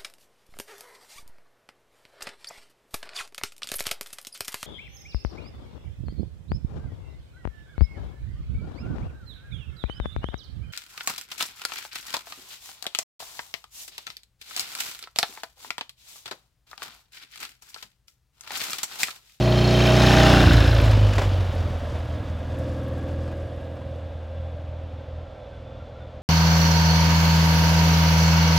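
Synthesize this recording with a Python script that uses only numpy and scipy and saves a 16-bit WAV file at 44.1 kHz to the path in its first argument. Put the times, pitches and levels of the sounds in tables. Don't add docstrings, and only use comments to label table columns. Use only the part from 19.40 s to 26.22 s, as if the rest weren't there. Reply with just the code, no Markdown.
import sys
import numpy as np
from scipy import signal
from scipy.fft import rfft, irfft, next_fast_len
from scipy.io import wavfile
from scipy.ndimage import map_coordinates

SR = 44100
rng = np.random.default_rng(int(sys.argv[2]) if len(sys.argv) > 2 else 0)


def file_out(sig):
    cols = np.atleast_2d(sig).T
    lim = np.clip(cols, -1, 1)
    pcm = np.round(lim * 32767).astype(np.int16)
    wavfile.write(sys.argv[1], SR, pcm)


N = 300762
T = np.arange(N) / SR

# time_s, rate_hz
CYCLE_RATE = [(0.0, 29.9), (0.55, 30.5), (0.72, 30.5), (.9, 30.3), (1.0, 29.8), (1.1, 28.9), (1.19, 28.3),
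              (1.29, 28.2), (2.2, 21.3), (2.52, 19.7), (2.62, 20.0), (3.0, 20.0), (3.19, 20.5),
              (3.4, 20.25), (3.6, 20.5), (4.31, 20.8), (4.83, 20.4), (4.99, 20.6), (5.6, 20.3),
              (6.23, 20.3), (6.82, 20.0)]
# time_s, opening (0-1)
THROTTLE = [(0, 0.87), (.95, 0.95), (1.1, 0.48), (2, 0.1), (3.06, 0), (3.2, 0.63), (3.75, 0.74),
            (4.0, 0.71), (4.5, 0.4), (4.7, 0.11), (5.4, 0.18), (6.82, 0.21)]
# time_s, depth_db, half_length_s
MISFIRES = [(1.518, -1.5, 0.0079), (1.745, -5.5, 0.019), (1.82, -26, 0.0038), (2.078, -10, 0.0078),
            (2.116, -21, 0.0054), (2.398, -6, 0.012), (2.679, -27, 0.0057), (5.58, -8, 0.0055),
            (5.63, -21, 0.0062), (6.409, -8, 0.0048), (6.78, 0, .005)]
def motorcycle():
    (rate_hz,), (throttle,) = curves(CYCLE_RATE), curves(THROTTLE)
    cycles = .625 + np.cumsum(rate_hz) / SR
    tailpipe = exhaust(cycles, throttle) + burble(cycles, throttle)
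    dropouts = amp(sum(db * bump(s, half) for s, db, half in MISFIRES))
    return dropouts * tailpipe + sum(part(cycles, throttle) for part in (clatter, growl, hiss, tick))

# time_s, spread_s
STAGES = [(.62, .06), (1.03, .025), (2.3, .15), (4.3, .22)]
ABREAST, SHUT, SETTLED, EASED = STAGES
def exhaust(cycles, throttle):
    silencer_db = level(throttle, close_db=-30, doubling_db=4.5, air_db=-.07, behind_db=.5, open_db=8.5)
    coasting = fade(*SHUT) * (1 - fade(*SETTLED))
    hum_share = (.16 + .72 * throttle) * (1 - .5 * coasting)
    unsteady_db = 2.9 - 2.3 * throttle
    jitter = (.004 - .002 * throttle) * wobble(14)
    hum = exhaust_note(cycles + jitter, throttle, silencer_db + 10 * np.log10(hum_share), unsteady_db)
    return hum + amp(silencer_db) * np.sqrt(1 - hum_share) * chuff(cycles)

# time_s, order_4_db, order_2_db, orders_5_to_15_db
NOTE_LEVELS = [(0, -21.5, -28, -24), (.55, -18.5, -23.5, -20.5), (.8, -18.5, -19.5, -18.5),
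               (.97, -20.5, -20, -17.5), (1.04, -20, -20, -21), (1.15, -20.5, -18, -23.5),
               (1.35, -21, -21.5, -31), (1.6, -16.5, -23, -32), (1.9, -22, -29, -41.5),
               (2.25, -25, -34, -39.5), (2.62, -33, -45, -39), (2.8, -31, -48, -39),
               (3.05, -31, -46, -38.5), (3.2, -30, -46, -34), (3.55, -31.5, -49, -33.5),
               (3.87, -31, -45, -37), (4.02, -35, -50, -40.5), (4.25, -39, -56, -40.5),
               (4.5, -34.5, -66, -40), (4.72, -35.5, -57, -46), (5.02, -32, -51, -43.5),
               (5.3, -34.5, -54, -46), (5.6, -35.5, -50, -47), (5.82, -37, -49, -47),
               (6.06, -48, -57, -48.5), (6.2, -43.5, -53, -47), (6.5, -43.5, -52, -47),
               (6.82, -45.5, -53, -48.5)]
# time_s, boost_db
STUMBLES = [(1.07, 22.5), (1.2, 11.5), (1.29, 16), (1.42, 14)]
ODD_LAG_RAD = .7
def exhaust_note(cycles, throttle, hum_db, unsteady_db):
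    fourth_db, second_db, middle_db = curves(NOTE_LEVELS)
    third_db = level(throttle, close_db=-25, doubling_db=3.5, air_db=2, behind_db=-4.5, open_db=-9)
    third_db += sum(db * bump(s, .043) for s, db in STUMBLES)
    out = 0
    for k, db, sway in ((2, second_db, .8), (3, third_db, .6), (4, fourth_db, .5)):
        lag = fade(*SHUT) * (np.pi + coast_lag(k)) + ODD_LAG_RAD * (k % 2)
        out += amp(db + sway * unsteady_db * wobble(12)) * np.cos(2 * np.pi * k * cycles - lag)
    out += amp(middle_db) * overtones(cycles, range(5, 16), unsteady_db)
    out += amp(hum_db) * overtones(cycles, range(16, 29), unsteady_db)
    return np.sqrt(2) * out

def coast_lag(k):
    return .05 * min(k, 10) ** 2 * (1 - fade(*SETTLED))

# order, relative_db
HEAD_ON = [(1, -38), (2, -5), (3, -12), (4, 0), (5, -11), (6, -11), (7, -8), (8, -18), (9, -14), (10, -17),
           (11, -16), (12, -8), (13, -16), (14, -21), (15, -20), (16, -22), (17, -16), (18, -26), (19, -14),
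           (20, -16), (21, -10), (22, -15), (23, -18), (24, -27), (25, -22), (26, -19), (27, -23),
           (28, -22)]
ALONGSIDE = [(1, -29), (2, -1), (3, -10), (4, 0), (5, -6), (6, -7), (7, -8), (8, -9), (9, -11), (10, -8),
             (11, -16), (12, -10), (13, -16), (14, -17), (15, -20), (16, -26), (17, -21), (18, -23),
             (19, -16), (20, -13), (21, -8), (22, -16), (23, -16), (24, -20), (25, -18), (26, -9),
             (27, -21), (28, -16)]
JUST_PAST = [(1, -37), (2, -4), (3, -9), (4, 0), (5, -16), (6, -20), (7, -24), (8, -24), (9, -24),
             (10, -12), (11, -26), (12, -19), (13, -26), (14, -25), (15, -30), (16, -27), (17, -30),
             (18, -25), (19, -25), (20, -21), (21, -21), (22, -22), (23, -24), (24, -25), (25, -26),
             (26, -30), (27, -29), (28, -31)]
FROM_BEHIND = [(1, -49), (2, -16), (3, -14), (4, 0), (5, -16), (6, -7), (7, -18), (8, -17), (9, -16),
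               (10, -23), (11, -18), (12, -16), (13, -18), (14, -12), (15, -23), (16, -16), (17, -21),
               (18, -21), (19, -28), (20, -25), (21, -29), (22, -25), (23, -23), (24, -22), (25, -14),
               (26, -10), (27, -14), (28, -23)]
UP_THE_HILL = [(1, -46), (2, -15), (3, -14), (4, 0), (5, -19), (6, -11), (7, -29), (8, -24), (9, -31),
               (10, -23), (11, -25), (12, -22), (13, -31), (14, -21), (15, -30), (16, -27), (17, -32),
               (18, -29), (19, -34), (20, -32), (21, -32), (22, -27), (23, -27), (24, -25), (25, -21),
               (26, -10), (27, -21), (28, -21)]
def overtones(cycles, orders, unsteady_db):
    abreast, shut, settled, eased = (fade(*stage) for stage in STAGES)
    head_on, pulling = 1 - fade(.72, .1), settled * (1 - fade(4.65, .1))
    views = np.array([HEAD_ON, ALONGSIDE, JUST_PAST, FROM_BEHIND, UP_THE_HILL])[:, :, 1].T
    stack, power = 0, 0
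    for k in orders:
        nose_db, side_db, past_db, rear_db, hill_db = views[k - 1]
        phases = np.array([.013, .012]) * k * k * rng.standard_normal(2) - ODD_LAG_RAD * (k % 2)
        lead = .25 * min(k - 4, 5) * head_on
        pipe_lag = 1.7 * np.exp(-(k - 5.5) ** 2) * pulling
        ahead_db = nose_db + abreast * (side_db - nose_db)
        behind_db = past_db + settled * (rear_db - past_db) + eased * (hill_db - rear_db)
        ahead = np.sqrt(1 - shut) * amp(ahead_db) * np.exp(1j * (phases[0] + lead))
        behind = -np.sqrt(shut) * amp(behind_db) * np.exp(1j * (phases[1] - coast_lag(k) - pipe_lag))
        drift = unsteady_db * (.1 * wobble(6) + .15 * wobble(1))
        tone = np.real((ahead + behind) * np.exp(1j * (2 * np.pi * k * cycles + drift)))
        stack += amp(unsteady_db * wobble(6)) * tone
        power += abs(ahead) ** 2 + abs(behind) ** 2
    return stack / np.sqrt(power)

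# pitch_hz, width_hz, gain_db
SILENCER_AHEAD = [(631, 29, 4), (705, 140, -26), (500, 360, -9)]
SILENCER_BEHIND = [(516, 143, -2.5), (628, 99, 0.5), (742, 159, -5.5)]
def chuff(cycles):
    gas = puffs(cycles, decay=.49, uneven_db=-1.5, steady=.95)
    ahead, behind = (resonant(resonant(gas, box), box) for box in (SILENCER_AHEAD, SILENCER_BEHIND))
    return blend(fade(.877, .0057), ahead, behind)

# frequency_hz, gain_db
PIPE_TONE = [(20, -36), (45, -6), (65, 4), (95, 13), (130, 3), (170, -6.5), (250, -8), (320, -5),
             (420, -16), (900, -80)]
def burble(cycles, throttle):
    firings = np.diff(np.floor(2 * cycles), prepend=0) * np.sqrt(3) * rng.uniform(-1, 1, N)
    db = level(throttle, close_db=-34, doubling_db=6, air_db=2, behind_db=16.5, open_db=1.5)
    return amp(db) * coloured(firings + .017 * rng.standard_normal(N), PIPE_TONE)

# start_s, level_db, hollow_relative_db, length_s
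EXHAUST_BURSTS = [(1.125, -15, -23, 0.02), (1.43, -21.5, -18, 0.06), (1.507, -22, 11, 0.016),
                  (1.733, -19, -11, 0.0084), (1.751, -21, -10, 0.019), (1.7802, -19, 20, 0.011),
                  (1.79, -22, 16, 0.013), (1.804, -25, 9, 0.061), (1.816, -26, 23, .01),
                  (2.004, -30, -1, 0.013), (2.12, -34.5, 11, 0.02), (2.546, -46, 27, 0.05),
                  (2.733, -48, 27, .015), (3.139, -48, 27, .015), (3.681, -49, 30, 0.02),
                  (3.876, -50, 29, .012), (3.91, -49, 29, .02), (4.366, -52, 30, .012),
                  (4.412, -55, 31, 0.014)]
def exhaust_bursts():
    crack, hollow = np.zeros(N), np.zeros(N)
    for s, db, hollow_db, length in EXHAUST_BURSTS:
        age = np.clip((T - s) / length, 0, None)
        burst = (1 - np.exp(-6 * age)) * np.exp(-age ** 2) * rng.standard_normal(N)
        crack += amp(db) * burst
        hollow += amp(db + hollow_db) * burst
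    band = lambda lo, hi: lambda hz: 1 / (1 + (lo / (hz + 1)) ** 4) / (1 + (hz / hi) ** 2)
    return filtered(crack, band(360, 3360)) + filtered(hollow, band(320, 620))

# frequency_hz, gain_db
CLATTER_NEAR = [(300, 1), (700, 3), (1000, 3), (1550, 0.5), (2000, -3.5), (2500, -0.5), (3800, -3),
                (4700, -12.5), (6500, -26)]
CLATTER_FAR = [(250, -0.5), (370, -15), (480, 0), (800, -1.5), (1100, -0.5), (1630, -5), (2000, -9),
               (2900, -11), (3600, -9.5), (4500, -23), (6500, -33)]
VALVE_LEAD_CYCLES = .18
def clatter(cycles, throttle):
    near = coloured(puffs(cycles + VALVE_LEAD_CYCLES, decay=2, uneven_db=2, steady=.6), CLATTER_NEAR)
    far = coloured(puffs(cycles, decay=1, uneven_db=1.5, steady=1.5), CLATTER_FAR)
    db = level(throttle, close_db=-24, doubling_db=6.5, air_db=2, behind_db=-1.5, open_db=1.5)
    return amp(db) * (blend(fade(1.81, .25), near, far) + fins(cycles))

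# pitch_hz, width_hz, relative_db, facing_s, spread_s
FIN_MODES = [(4135, 60, -8, .18, .22), (4135, 70, -12, 1.15, .3), (3050, 50, -8.5, .33, .28),
             (3050, 70, -11, .8, .1), (3060, 60, -14, 1.65, .4), (1740, 60, -10, .76, .2),
             (2800, 55, -10.5, 1.0, .22), (3410, 45, -12, .92, .12), (3675, 50, -13, .4, .5),
             (3700, 60, -11, 1.2, .22), (1690, 60, -6, 3.7, .8), (1400, 22, -4, 6.2, .8),
             (1600, 40, -6, 6.2, .8), (1640, 55, -8, 4.9, .5), (1720, 70, -8, 1.22, .13),
             (2420, 200, -11, .42, .3), (6300, 95, -20, .6, .31), (3970, 170, -13, .65, .1),
             (1500, 210, -6, .87, .27), (1560, 120, -7, 1.2, .2), (5210, 200, -15, .4, .5),
             (5190, 90, -17, 1.1, .35), (5460, 90, -18, 1.1, .35), (1175, 83, -6, 3.55, .3),
             (2950, 60, -17, 4.16, .74), (2800, 320, -14.5, 5.1, .7), (1150, 160, -3, 6.65, .47)]
def fins(cycles):
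    out = 0
    for hz, width, db, s, spread in FIN_MODES:
        turn = cycles + rng.random()
        blur = .82 if s > 2.6 else .22
        rattle = puffs(turn / 2, decay=5, uneven_db=1.5, steady=blur)
        blows = 13 * np.diff(np.floor(turn), prepend=np.floor(turn[0]))
        out += amp(db - 4.3 * ((T - s) / spread) ** 2) * resonant(rattle + blows, [(hz, width, 0)])
    return doppler(out)

# start_s, level_db, pitch_hz
VALVE_TAPS = [(.404, -16, 2540), (.4567, -19, 3170), (.62, -16, 4180), (.636, -21, 6400),
              (.6832, -17, 3070), (.767, -19, 6100), (.7837, -12, 3820), (.786, -16, 4440),
              (.8143, -12, 3030), (.832, -17, 5130), (.834, -21, 6400), (.863, -11, 1570), (.9, -23, 5700),
              (.918, -16, 3470), (.929, -16, 2780), (1.123, -16, 3600), (1.226, -19, 3600),
              (1.37, -23, 3600)]
def taps(t60_s=.012):
    out, t = np.zeros(N + SR), np.arange(SR // 50) / SR
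    for s, db, hz in VALVE_TAPS:
        neighbours = np.sin(2 * np.pi * hz * rng.uniform(.85, 1.15, (2, 1)) * t).sum(axis=0)
        ring = np.sin(2 * np.pi * hz * t) + .6 * neighbours
        out[round(s * SR):][:len(t)] += amp(db - 60 * t / t60_s) * ring * (1 - np.exp(-t / .00067))
    return out[:N]

# frequency_hz, gain_db
CASE_TONE = [(700, -42), (900, 1.5), (1800, 1), (3000, -8), (4200, -15), (6000, -32)]
def growl(cycles, throttle, t60_s=.03, weak_cylinder=.55):
    firing = np.floor(2 * cycles)
    blows = np.diff(firing, prepend=firing[0]) * np.where(firing % 2, weak_cylinder, 1)
    t = np.arange(SR // 20) / SR
    ring = rng.standard_normal(len(t)) * amp(-60 * t / t60_s)
    db = level(throttle, close_db=-35, doubling_db=7, air_db=2, behind_db=-3.5, open_db=1)
    return amp(db) * coloured(signal.fftconvolve(blows, ring)[:N], CASE_TONE)

# frequency_hz, gain_db
HISS_NEAR = [(3000, -21), (4500, 9.5), (6400, 3), (7800, -6), (11000, -10.5), (16000, -23)]
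# frequency_hz, gain_db
HISS_FAR = [(3000, 2), (4500, -16), (6000, -31), (8000, -1.5), (10000, -6), (12500, -43), (16000, -55)]
def hiss(cycles, throttle):
    jets = puffs(cycles + VALVE_LEAD_CYCLES, decay=1.1, uneven_db=1.5, steady=.65)
    jets *= amp(1.2 * wobble(17))
    db = level(throttle, close_db=-40, doubling_db=5.5, air_db=3.5, behind_db=-.5, open_db=6.5)
    return amp(db) * blend(fade(3.7, 1), coloured(jets, HISS_NEAR), coloured(jets, HISS_FAR))

# frequency_hz, gain_db
SEAT_TONE = [(3000, -36), (5000, -14), (7500, -13.5), (11000, -8.5), (13000, -9), (16000, -24)]
def tick(cycles, throttle, lead_cycles=.3):
    clicks = puffs((cycles + lead_cycles) / 2, decay=14, uneven_db=4, steady=.12)
    db = level(throttle, close_db=-60, doubling_db=6, air_db=3.5, behind_db=6, open_db=12.5)
    return amp(db) * coloured(clicks, SEAT_TONE)

CLOSEST_S, CLOSEST_M, SPEED_M_S = .85, 4, 11.01
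RANGE_M = np.hypot(SPEED_M_S * (T - CLOSEST_S), CLOSEST_M)
def level(throttle, close_db, doubling_db, air_db, behind_db, open_db):
    loss_db = doubling_db * np.log2(RANGE_M / CLOSEST_M) + air_db * (RANGE_M - CLOSEST_M) / 10
    return close_db - loss_db + behind_db * fade(SHUT[0], .056) + open_db * throttle

def doppler(x):
    delay_s = RANGE_M / 343
    return map_coordinates(x, [(T - delay_s + delay_s[0]) * SR], mode="mirror")

# start_s, level_db, pitch_hz, length_s
VERGE_NOTES = [(4.95, -61, 3360, .05), (5.98, -64, 3400, 0.058), (6.123, -57, 1520, .06),
               (6.265, -61, 3450, .04), (6.34, -66, 3420, .05), (6.397, -54, 1360, 0.043),
               (6.555, -52, 1360, .02), (6.6, -53, 1440, .03), (6.605, -59, 3500, .05)]
# frequency_hz, gain_db
WOODLAND_AIR = [(25, -26), (50, 15.5), (120, 3), (230, -5.5), (370, -5), (800, -4), (1500, -15),
                (3400, -18), (6000, -32), (9000, -44), (12000, -72), (16000, -87)]
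def verge(insect_hz=3450, sag=.03):
    out = amp(-68 + 2.5 * wobble(5.9)) * resonant(rng.standard_normal(N), [(insect_hz, 110, 0)])
    t = np.arange(SR // 4) / SR
    for s, db, hz, length in VERGE_NOTES:
        turns = hz * (t + sag * length * (1 - np.exp(-2 * t / length)) / 2)
        envelope = np.minimum(t / .006, 1) * np.exp(-(t / length) ** 2)
        note = amp(db + 3) * envelope * np.sin(2 * np.pi * turns)
        out[round(s * SR):][:len(t)] += note[:N - round(s * SR)]
    return out + amp(-46) * coloured(rng.standard_normal(N), WOODLAND_AIR)

# frequency_hz, gain_db
STEREO_WIDTH = [(60, -38), (250, -27), (500, -20), (800, -14), (1400, -11), (2700, -14), (4200, -40),
                (6400, -36), (8000, -6), (15000, -5)]
def stereo_spread(x, t60_s=.1):
    t = np.arange(SR // 4) / SR
    tails = rng.standard_normal((6, len(t))) * amp(-60 * t / t60_s)
    shares = np.array([wobble(2.98) for _ in tails])
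    shares = shares / np.linalg.norm(shares, axis=0) / np.linalg.norm(tails[0])
    wet = signal.fftconvolve(x * shares, tails, axes=1)[:, :N].sum(axis=0)
    return filtered(wet, lambda hz: amp(along(STEREO_WIDTH, hz))) * np.array([[1], [-1]])

def puffs(cycles, decay, uneven_db, steady):
    firing = 2 * cycles
    size = amp(uneven_db * rng.standard_normal(int(firing[-1]) + 1))[firing.astype(int)]
    return (steady + size * np.exp(-decay * (firing % 1))) * rng.standard_normal(N)

def amp(db):
    return 10 ** (np.asarray(db) / 20)

def unit(x):
    return x / np.sqrt(np.mean(x ** 2) + 1e-20)

def along(points, hz):
    f, v = np.transpose(points)
    return np.interp(np.log(hz + 1), np.log(f + 1), v)

def curves(rows):
    s, *cols = np.transpose(rows)
    return [np.interp(T, s, c) for c in cols]

def fade(s, spread):
    return 1 / (1 + np.exp(-(T - s) / spread))

def bump(s, spread):
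    return np.exp(-((T - s) / spread) ** 2)

def blend(share, a, b):
    return np.sqrt(1 - share) * a + np.sqrt(share) * b

def wobble(rate):
    return map_coordinates(rng.standard_normal(int(N * rate / SR) + 4), [T * rate])

def filtered(x, response):
    m = next_fast_len(N + SR // 2)
    return irfft(rfft(x, m) * response(np.fft.rfftfreq(m, 1 / SR)), m)[..., :N]

def coloured(x, spectrum):
    return unit(filtered(x, lambda hz: amp(along(spectrum, hz))))

def resonant(x, modes):
    return unit(filtered(x, lambda f: sum((-1) ** k * amp(db) * 1j * f * w / (c * c - f * f + 1j * f * w)
                                          for k, (c, w, db) in enumerate(modes))))

# frequency_hz, lead_rad
LEFT_LEAD = [(60, 0), (950, .2), (3600, .05), (7490, 0), (8790, -3), (9500, -3.5), (10800, -6.2),
             (11600, -6.4), (12600, -9), (13800, -9.6), (14800, -12.5), (15400, -12.6)]
# frequency_hz, gain_db
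LEFT_GAIN = [(30, -.3), (60, -.6), (125, -.9), (250, -1.4), (500, -1.2), (1000, -.3), (2000, .1),
             (15000, 0)]
def scene():
    mono = motorcycle() + exhaust_bursts() + taps() + verge()
    side = np.array([[.5], [-.5]])
    pair = lambda hz: amp(side * along(LEFT_GAIN, hz)) * np.exp(1j * side * along(LEFT_LEAD, hz))
    return filtered(mono, pair) + stereo_spread(mono)

def record(dry):
    low_hz, top_hz = 26, 15800
    soft = dry / (1 + np.abs(dry / .95) ** 6) ** (1 / 6)
    return filtered(soft, lambda hz: (hz < top_hz) / (1 + (low_hz / (hz + 1)) ** 6))

dry = scene()
out = record(dry)
file_out(out)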